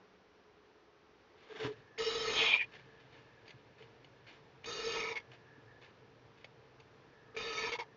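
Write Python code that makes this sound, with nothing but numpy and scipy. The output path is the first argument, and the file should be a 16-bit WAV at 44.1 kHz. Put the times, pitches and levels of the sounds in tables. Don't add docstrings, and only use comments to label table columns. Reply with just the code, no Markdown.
import sys
import numpy as np
from scipy import signal
from scipy.fft import rfft, irfft
from scipy.io import wavfile
from scipy.ndimage import map_coordinates

SR = 44100
rng = np.random.default_rng(int(sys.argv[2]) if len(sys.argv) > 2 else 0)


def pcm_store(signal):
    levels = np.round(np.clip(np.atleast_2d(signal), -1, 1) * 32767)
    wavfile.write(sys.argv[1], SR, levels.astype(np.int16).T)


N = 351036

# (start [s], length [s], time to a tight throat [s], hiss [dB], box resonance [dB],
# rasp [dB], squeal [dB], squeal pitch [Hz], tonal share [0-1], mouth relative to squeal [dB])
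CALLS = [(1.98, 0.58, 0.55, -47.5, -43, -30.5, -29, 2405, 0.62, -20.5),
         (4.654, 0.47, 0.36, -50.5, -43.5, -49, -45, 2248, 0.23, -10),
         (7.363, 0.333, 0.37, -50.5, -46, -53, -44, 2320, 0.2, 3.5)]
# (frequency [Hz], bandwidth [Hz], gain [dB])
BOX_MODES = [(450, 63, -4.5), (1281, 65, -8.5)]


def begging():
    envelopes = [call_envelopes(*call[:7]) for call in CALLS]
    hiss_gain, box_gain, _, squeal_gain = sum(envelopes)
    beat = rattle(rate_hz=155, jitter=0.2523, depth_db=4)
    voice = breath(envelopes, beat) + box_resonance(box_gain) + squeal_gain * squeal(beat)
    rumble = undb(-15.5) * hiss_gain * unit(lowpass(noise(), hz=69))
    return voice + rumble


def call_envelopes(start, length, tight, hiss_db, box_db, rasp_db, squeal_db):
    age = np.clip(times() - start, 0, length)
    choked_s = np.maximum(age - tight + 0.053, 0)
    tired_s = np.maximum(age - tight, 0)
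    rasp_slack = 1 - ramp(start + tight - 0.27, 0.14)
    squeal_slack = 1 - ramp(start + tight - 0.33, 0.33)
    hiss = undb(hiss_db + 8.5 * age - 38.5 * choked_s)
    box = undb(box_db + 8.5 * age - 24.5 * choked_s) * ramp(start, 0.034)
    rasp = undb(rasp_db - 22 * rasp_slack - 63.5 * choked_s)
    tone = undb(squeal_db - 34.5 * squeal_slack - 13.5 * tired_s)
    hiss /= 1 + (tone / undb(-30.5)) ** 2
    box /= 1 + (tone / undb(-38.5)) ** 2
    return burst(start, length, attack=0.0028, release=0.012) * np.array([hiss, box, rasp, tone])


def breath(envelopes, beat):
    # (frequency [Hz], spectral level [dB])
    hiss_spectrum = [(60, -8), (330, 2), (480, 1), (570, 1.5), (750, -0.5), (1000, 2.5), (1500, -1),
                     (2100, -3.5), (2800, -9), (3800, -6.5), (5400, -11.5), (6800, -14), (7400, -43)]
    # (frequency [Hz], bandwidth [Hz], gain [dB])
    rasp_formants = [(2035, 130, -3), (2400, 490, -2), (2860, 220, 1), (3144, 170, 2), (3450, 260, 0.5),
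                     (3770, 230, -6), (4500, 120, -12.5), (900, 510, -8.5)]
    # (frequency [Hz], bandwidth [Hz], gain [dB])
    call_modes = [
        [(1900, 230, -6), (2090, 140, -4), (2410, 150, -3.5), (2845, 140, 2), (3110, 100, -4.5), (3446, 80, -3),
         (3600, 200, 0), (3906, 140, 3.5), (4300, 240, -6), (4640, 280, -2.5), (5000, 160, -6), (5250, 300, -2),
         (5660, 160, -12), (6460, 220, -9.5), (6880, 300, -11.5)],
        [(1774, 90, -11), (2160, 130, -9), (2450, 150, -1.5), (2817, 120, -1.5), (3110, 110, -11.5),
         (3630, 100, 3), (3920, 220, -2), (4530, 210, -1), (4930, 110, -7), (5390, 130, -7), (5700, 220, -9.5),
         (6280, 210, -8.5), (6640, 300, -11)],
        [(1770, 170, -3.5), (2130, 130, -5), (2400, 370, 2.5), (2810, 280, 1), (3120, 150, -5), (3620, 130, 0),
         (3850, 110, -8.5), (4044, 80, -10), (4540, 180, -3.5), (4930, 120, -9), (5440, 82, -10.5),
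         (5770, 410, -15), (6190, 180, -15), (6630, 400, -16.5)],
    ]
    # (frequency [Hz], half width [Hz])
    call_gaps = [
        [(550, 16), (2320, 31), (2725, 43), (3310, 27), (4150, 55), (4840, 45), (5520, 75), (6200, 81)],
        [(2660, 36), (3470, 30), (5130, 70), (5890, 65)],
        [(1520, 24), (3350, 60), (4160, 60), (4790, 29), (5190, 85)],
    ]
    flutter = rattle(rate_hz=190, jitter=0.35, depth_db=3)
    air = noise() * rattle(rate_hz=280, jitter=0.36, depth_db=6) * undb(walk(50))
    hiss = undb(-1) * colour(air, hiss_spectrum)
    rasp = undb(-2) * unit(lowpass(ring(noise() * beat, rasp_formants), hz=4800))
    flaring = flutter * flares()
    total = 0
    for k, (hiss_gain, _, rasp_gain, _) in enumerate(envelopes):
        ringing = undb(2) * flutter * hoot(call_modes[k], waver_db=2.5)
        call = hiss_gain * (hiss + ringing) + rasp_gain * rasp + flaring * (current_call() == k)
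        total = total + sag(notch(call, call_gaps[k]), *CALLS[k][:2])
    return walls(total, t60=0.06, wet_db=-1, low_hz=1700)


def flares():
    # (time [s], half length [s], frequency [Hz], bandwidth [Hz], level [dB])
    bands = [(2.093, 0.02, 3950, 188, -46.5), (2.068, 0.051, 5310, 348, -50),
             (2.381, 0.024, 3230, 552, -34.5), (2.413, 0.055, 4410, 220, -49),
             (2.615, 0.013, 1900, 250, -46.5), (2.61, 0.013, 3200, 300, -51),
             (4.72, 0.031, 3970, 240, -54.5), (4.798, 0.02, 4400, 510, -52), (4.85, 0.018, 5080, 520, -50),
             (4.965, 0.023, 4500, 392, -57), (4.97, 0.024, 940, 200, -49.5), (5.125, 0.037, 910, 150, -52),
             (7.394, 0.025, 4860, 168, -57), (7.456, .035, 3670, 280, -48), (7.552, 0.17, 1274, 111, -54),
             (7.585, 0.0096, 2270, 148, -39), (7.577, 0.057, 5800, 695, -56),
             (7.66, 0.026, 5510, 200, -51.5), (7.521, 0.1, 2900, 350, -59), (7.636, 0.06, 4530, 190, -51),
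             (7.66, 0.033, 3630, 170, -50), (7.76, 0.0073, 920, 160, -42.5),
             (7.808, 0.024, 895, 220, -44.5)]
    return sum(undb(db) * swell(s, half) * hoot([(hz, width, 0)]) for s, half, hz, width, db in bands)


def squeal(beat):
    sag_hz_per_s, opening_db_per_s = 120, 33.5
    start, length, tight, *_, pitch, tonal_share, mouth_db = np.transpose(CALLS)
    k = current_call()
    since_tight = np.clip(times() - start[k], 0, length[k]) - tight[k]
    hz = pitch[k] - sag_hz_per_s * since_tight
    syrinx = undb(1) * whistle(hz, tonal_share[k], width_hz=220, wobble=0.009) * beat
    mouth = whistle(970, tonal_share=0.15, width_hz=88, wobble=0.0092)
    return syrinx + undb(mouth_db[k] + opening_db_per_s * since_tight) * mouth


def box_resonance(gain):
    # (time [s], level [dB])
    surges = [(2.012, -36.5), (2.08, -36), (2.168, -39.5), (2.225, -44.5), (2.294, -34.5), (2.436, -41),
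              (4.785, -50), (4.867, -39.5), (4.975, -48), (5.106, -49.5), (7.383, -48.5), (7.513, -45),
              (7.641, -43)]
    surge_gain = sum(undb(db) * swell(s, half_length=0.018) for s, db in surges)
    tone = whistle(450, tonal_share=0.88, width_hz=25, wobble=0.02)
    hollow = undb(-10) * tone + undb(-2.5) * hoot(BOX_MODES)
    return gain * hollow + surge_gain * tone


def yelps():
    # (time [s], length [s], level [dB], pitch [Hz],
    # relative breath [dB], relative box resonance [dB])
    notes = [(1.976, 0.0072, -42.5, 2130, -24, -35), (2.574, 0.009, -35.5, 2450, -22, -26),
             (2.590, 0.017, -33, 2490, -28, -29), (2.608, 0.02, -35.5, 2410, -17.5, -27),
             (2.638, 0.0047, -43.5, 2480, -19, -19.5), (4.634, 0.021, -59, 2300, -8, 1),
             (5.153, 0.03, -40, 2250, -7.5, -12.5), (5.196, 0.006, -57.5, 2200, -2, -5),
             (7.363, 0.013, -44, 2400, -15, 0), (7.716, 0.025, -41, 2260, 1, 3.5),
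             (7.744, 0.018, -49.5, 2230, 2.5, -27), (7.786, 0.024, -42, 2260, -3, 0),
             (7.816, 0.016, -59.5, 2165, 2, 5)]
    # (frequency [Hz], bandwidth [Hz], gain [dB])
    formants = [(933, 81, 2.5), (2320, 240, -5), (2730, 51, -1), (3340, 420, -6.5), (4700, 210, -8),
                (5400, 130, -13.5), (5800, 56, -11), (6300, 180, -18.5)]
    fall_hz_per_s = 3900
    puff = ring(noise(), formants)
    hollow = hoot(BOX_MODES[:1])
    glide = []
    for s, length, _, pitch, *_ in notes:
        glide += [(s, pitch), (s + length, pitch - fall_hz_per_s * length)]
    hz = np.interp(times(), *np.transpose(glide))
    tone = whistle(hz, tonal_share=0.8, width_hz=300, wobble=0.0116)
    tone *= rattle(rate_hz=480, jitter=0.31, depth_db=3)
    total = 0
    for s, length, db, _, breath_db, box_db in notes:
        envelope = undb(db) * burst(s, length * 0.95, attack=0.006, release=0.007)
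        total = total + envelope * (tone + undb(breath_db) * puff + undb(box_db) * hollow)
    return total


def wings():
    # (time [s], length [s], hoot [dB], thump [dB])
    strokes = [(1.496, 0.055, -48, -67), (1.593, 0.041, -41.5, -62), (1.635, 0.024, -42.5, -39.5),
               (1.679, 0.013, -37.5, -56)]
    # (frequency [Hz], spectral level [dB])
    feather_spectrum = [(60, -10.5), (300, 1), (1000, 0.5), (1800, 1.5), (2500, -4.5), (3400, -1.5),
                        (4500, -13), (5600, -16.5), (7000, -25.5)]
    # (frequency [Hz], bandwidth [Hz], gain [dB])
    thump_modes = [(121, 36, -6.5), (284, 22, -1.5), (1000, 94, -8)]
    peak_s, rise_db_per_s, fall_db_per_s = 1.663, 110, 332
    t = times() - peak_s
    brush_gain = undb(-43.5 + np.minimum(rise_db_per_s * t, -fall_db_per_s * t))
    total = brush_gain * colour(noise() * undb(2.9 * walk(400)), feather_spectrum)
    hollow = whistle(431, tonal_share=0.56, width_hz=35, wobble=0.028)
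    thump = hoot(thump_modes)
    for s, length, hoot_db, thump_db in strokes:
        envelope = burst(s, length, attack=0.016, release=0.02)
        total += envelope * (undb(hoot_db) * hollow + undb(thump_db) * thump)
    return total


def bill_snaps():
    # (time [s], level [dB], ring frequency [Hz])
    snaps = [(1.981, -42.5, 2100), (3.479, -51.5, 4700), (3.493, -56, 3100), (3.5053, -49, 2540),
             (4.045, -56, 2930), (4.643, -43.5, 2484), (6.4437, -47.5, 2200), (6.8, -54, 2700),
             (7.72, -45, 2250)]
    # (frequency [Hz], bandwidth [Hz], gain [dB])
    bill_modes = [(448, 210, -2), (850, 140, -2.5), (2020, 57, 5.5), (2200, 1050, 4.5), (2700, 1170, 5.5),
                  (3330, 550, 1.5), (4500, 410, -9), (6560, 330, -16.5)]
    click = ring(noise(), bill_modes)
    return sum(undb(db) * burst(s, 0.00079, attack=0.00079, release=0.0064)
               * (click + undb(-8.5) * sine(hz, s)) for s, db, hz in snaps)


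def scratching():
    # (time [s], level [dB], length [s])
    scratches = [(1.378, -68, 0.086), (1.42, -69.5, 0.07), (1.485, -66.5, 0.07), (1.557, -55, 0.032),
                 (1.598, -48, 0.044), (1.625, -49, 0.032), (1.715, -59.5, 0.024), (1.76, -67, 0.08),
                 (2.715, -62, 0.03), (2.734, -57.5, 0.047), (2.787, -68, 0.025), (2.994, -64.5, 0.021),
                 (3.12, -68, 0.11), (3.454, -67, 0.053), (3.781, -65.5, 0.06), (3.82, -59, 0.015),
                 (4.265, -58, 0.07), (4.327, -70.5, 0.051), (5.314, -53, 0.013), (5.33, -60, 0.028),
                 (5.813, -62, 0.07), (6.372, -67.5, 0.027), (6.407, -66, 0.015), (7.346, -55, 0.016)]
    # (frequency [Hz], spectral level [dB])
    shavings_spectrum = [(100, -11), (450, 7), (1200, -0.5), (1800, 4), (2400, 6), (3300, 0), (4500, -5),
                         (7000, -22.5)]
    # (time [s], level [dB])
    fidget = [(2.65, -71), (3.3, -71.5), (4.4, -75), (5.5, -77), (6.4, -76), (7.3, -81)]
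    crackle = colour(noise() * undb(1.9 * walk(550)), shavings_spectrum)
    scrapes = sum(undb(db) * burst(s, length / 2, attack=0.0039, release=length * 0.49)
                  for s, db, length in scratches)
    stir = level_curve(fidget) * undb(0.79 * walk(5.5))
    return crackle * (scrapes + stir)


def bumps():
    # (time [s], level [dB], length [s], frequency [Hz])
    nudges = [(1.646, -44, 0.029, 120), (1.648, -71, 0.029, 274), (3.54, -58, 0.029, 122),
              (3.803, -53, 0.016, 442), (5.579, -56, 0.0035, 284), (7.344, -51, 0.0075, 443)]
    return sum(undb(db) * burst(s, length, attack=0.0028, release=0.007) * sine(hz, s)
               for s, db, length, hz in nudges)


def ambience():
    # (frequency [Hz], bandwidth [Hz], gain [dB])
    blocked_modes = [(420, 21, 2.5)]
    open_modes = [(123, 22, 0), (285, 35, -11), (447, 30, -2), (960, 90, -18)]
    # (time [s], level [dB])
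    whine_levels = [(1.7, -68.5), (3.05, -68.5), (3.5, -71), (3.7, -77), (4.6, -78.5), (5.3, -68.5),
                    (5.8, -68), (6.0, -80), (6.9, -83), (7.25, -68.5), (7.95, -66.5)]
    # (frequency [Hz], spectral level [dB])
    air_spectrum = [(25, -17.5), (60, -12.5), (100, -11), (170, -13), (250, -12.5), (350, -6.5), (630, -13),
                    (1000, -12.5), (1700, -16.5), (3000, -22.5), (5900, -30.5), (7000, -46)]
    opened = ramp(start=1.65, length=0.073)
    blocked_hum = (1 - opened) * undb(-70) * ring(noise(), blocked_modes)
    open_hum = opened * undb(-64 + walk(12)) * ring(noise(), open_modes)
    drone_gain = undb(-73.5) * burst(0, 0.33, attack=0.0028, release=0.19)
    far_drone = drone_gain * whistle(190, tonal_share=0.87, width_hz=4, wobble=0.0048)
    whine_gain = opened * level_curve(whine_levels) * undb(1.5 * walk(12) - 1)
    whine = whine_gain * whistle(1733, tonal_share=0, width_hz=120, wobble=0.01)
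    air = undb(-66 + opened + 0.5 * walk(2.4)) * colour(noise(), air_spectrum)
    return blocked_hum + open_hum + far_drone + whine + air


def walls(x, t60, wet_db, low_hz):
    t = np.arange(SR // 8) / SR
    echo = rng.standard_normal(len(t)) * np.exp(-np.log(1000) * t / t60) * (t > 0.001)
    highpass = signal.butter(4, low_hz, "high", fs=SR, output="sos")
    echo = signal.sosfilt(highpass, echo / np.linalg.norm(echo))
    return x + undb(wet_db) * signal.fftconvolve(x, echo)[:N]


def rattle(rate_hz, jitter, depth_db):
    phase = np.cumsum(rate_hz * (1 + jitter * walk(rate_hz))) / SR
    return unit(undb(depth_db * np.cos(2 * np.pi * phase) * (1 + 0.5 * walk(rate_hz / 2))))


def whistle(hz, tonal_share, width_hz, wobble):
    smear = (walk(width_hz) + 1j * walk(width_hz)) / np.sqrt(2)
    amplitude = np.sqrt(tonal_share) + np.sqrt(1 - tonal_share) * smear
    phase = 2 * np.pi * np.cumsum(hz * (1 + wobble * walk(215))) / SR
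    return np.sqrt(2) * np.real(amplitude * np.exp(1j * phase))


def hoot(modes, waver_db=0, wavers_per_s=14):
    t = times()
    knots = np.arange(0, t[-1], 1 / wavers_per_s)
    total = 0
    for hz, width, db in modes:
        waver = undb(np.interp(t, knots, waver_db * rng.standard_normal(len(knots)))) if waver_db else 1
        peak = np.concatenate(signal.iirpeak(hz, hz / width, fs=SR))
        total = total + undb(db) * waver * unit(signal.sosfilt([peak, peak], noise()))
    return unit(total)


def ring(x, modes):
    return unit(sum((-1) ** k * undb(db) * signal.lfilter(*signal.iirpeak(hz, hz / width, fs=SR), x)
                    for k, (hz, width, db) in enumerate(modes)))


def colour(x, spectrum):
    hz, db = np.transpose(spectrum)
    f = np.arange(N // 2 + 1) * SR / N
    magnitude = undb(np.interp(np.log(f + 1), np.log(hz), db))
    cepstrum = irfft(np.log(magnitude), N)
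    cepstrum[1:N // 2] *= 2
    cepstrum[N // 2 + 1:] = 0
    return unit(irfft(rfft(x) * np.exp(rfft(cepstrum)), N))


def notch(x, gaps):
    stops = [signal.butter(4, [hz - half, hz + half], "bandstop", fs=SR, output="sos")
             for hz, half in gaps]
    return signal.sosfilt(np.vstack(stops), x)


def sag(x, start, length, share_per_s=0.04):
    from_middle = np.clip(times() - start, 0, length) - length / 2
    warped_s = times() - share_per_s * from_middle ** 2 / 2
    return map_coordinates(x, [warped_s * SR], order=3)


def lowpass(x, hz):
    return signal.sosfilt(signal.butter(3, hz, fs=SR, output="sos"), x)


def current_call():
    starts = [call[0] for call in CALLS]
    return np.maximum(np.searchsorted(starts, times(), side="right") - 1, 0)


def burst(start, length, attack, release):
    return ramp(start, attack) * np.exp(-np.clip((times() - start - length) / release, 0, 20))


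def swell(centre, half_length):
    return np.exp(-np.minimum(((times() - centre) / half_length) ** 2, 20))


def ramp(start, length):
    return np.clip((times() - start) / length, 0, 1)


def level_curve(points):
    s, db = np.transpose(points)
    inside = np.clip(1 + np.minimum(times() - s[0], s[-1] - times()) / 0.005, 0, 1)
    return undb(np.interp(times(), s, db)) * inside


def walk(rate_hz):
    f = np.arange(N // 2 + 1) * SR / N
    return unit(irfft(rfft(noise()) * np.exp(-(f / rate_hz) ** 2), N))


def sine(hz, start):
    return np.sqrt(2) * np.sin(2 * np.pi * hz * (times() - start))


def noise():
    return rng.standard_normal(N)


def times():
    return np.arange(N) / SR


def undb(db):
    return 10 ** (np.asarray(db) / 20)


def unit(x):
    return x / np.sqrt(np.mean(x ** 2) + 1e-30)


def scene():
    rustle = walls(wings() + scratching() + bill_snaps(), t60=0.04, wet_db=-7, low_hz=1500)
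    return (begging() + yelps() + rustle + bumps() + ambience())[None]


def record(dry):
    low_hz, top_hz = 35, 7250
    thin = signal.sosfilt(signal.butter(2, low_hz, "high", fs=SR, output="sos"), dry)
    return signal.sosfilt(signal.ellip(10, 0.2, 80, top_hz, fs=SR, output="sos"), thin)


dry = scene()
out = record(dry)
pcm_store(out)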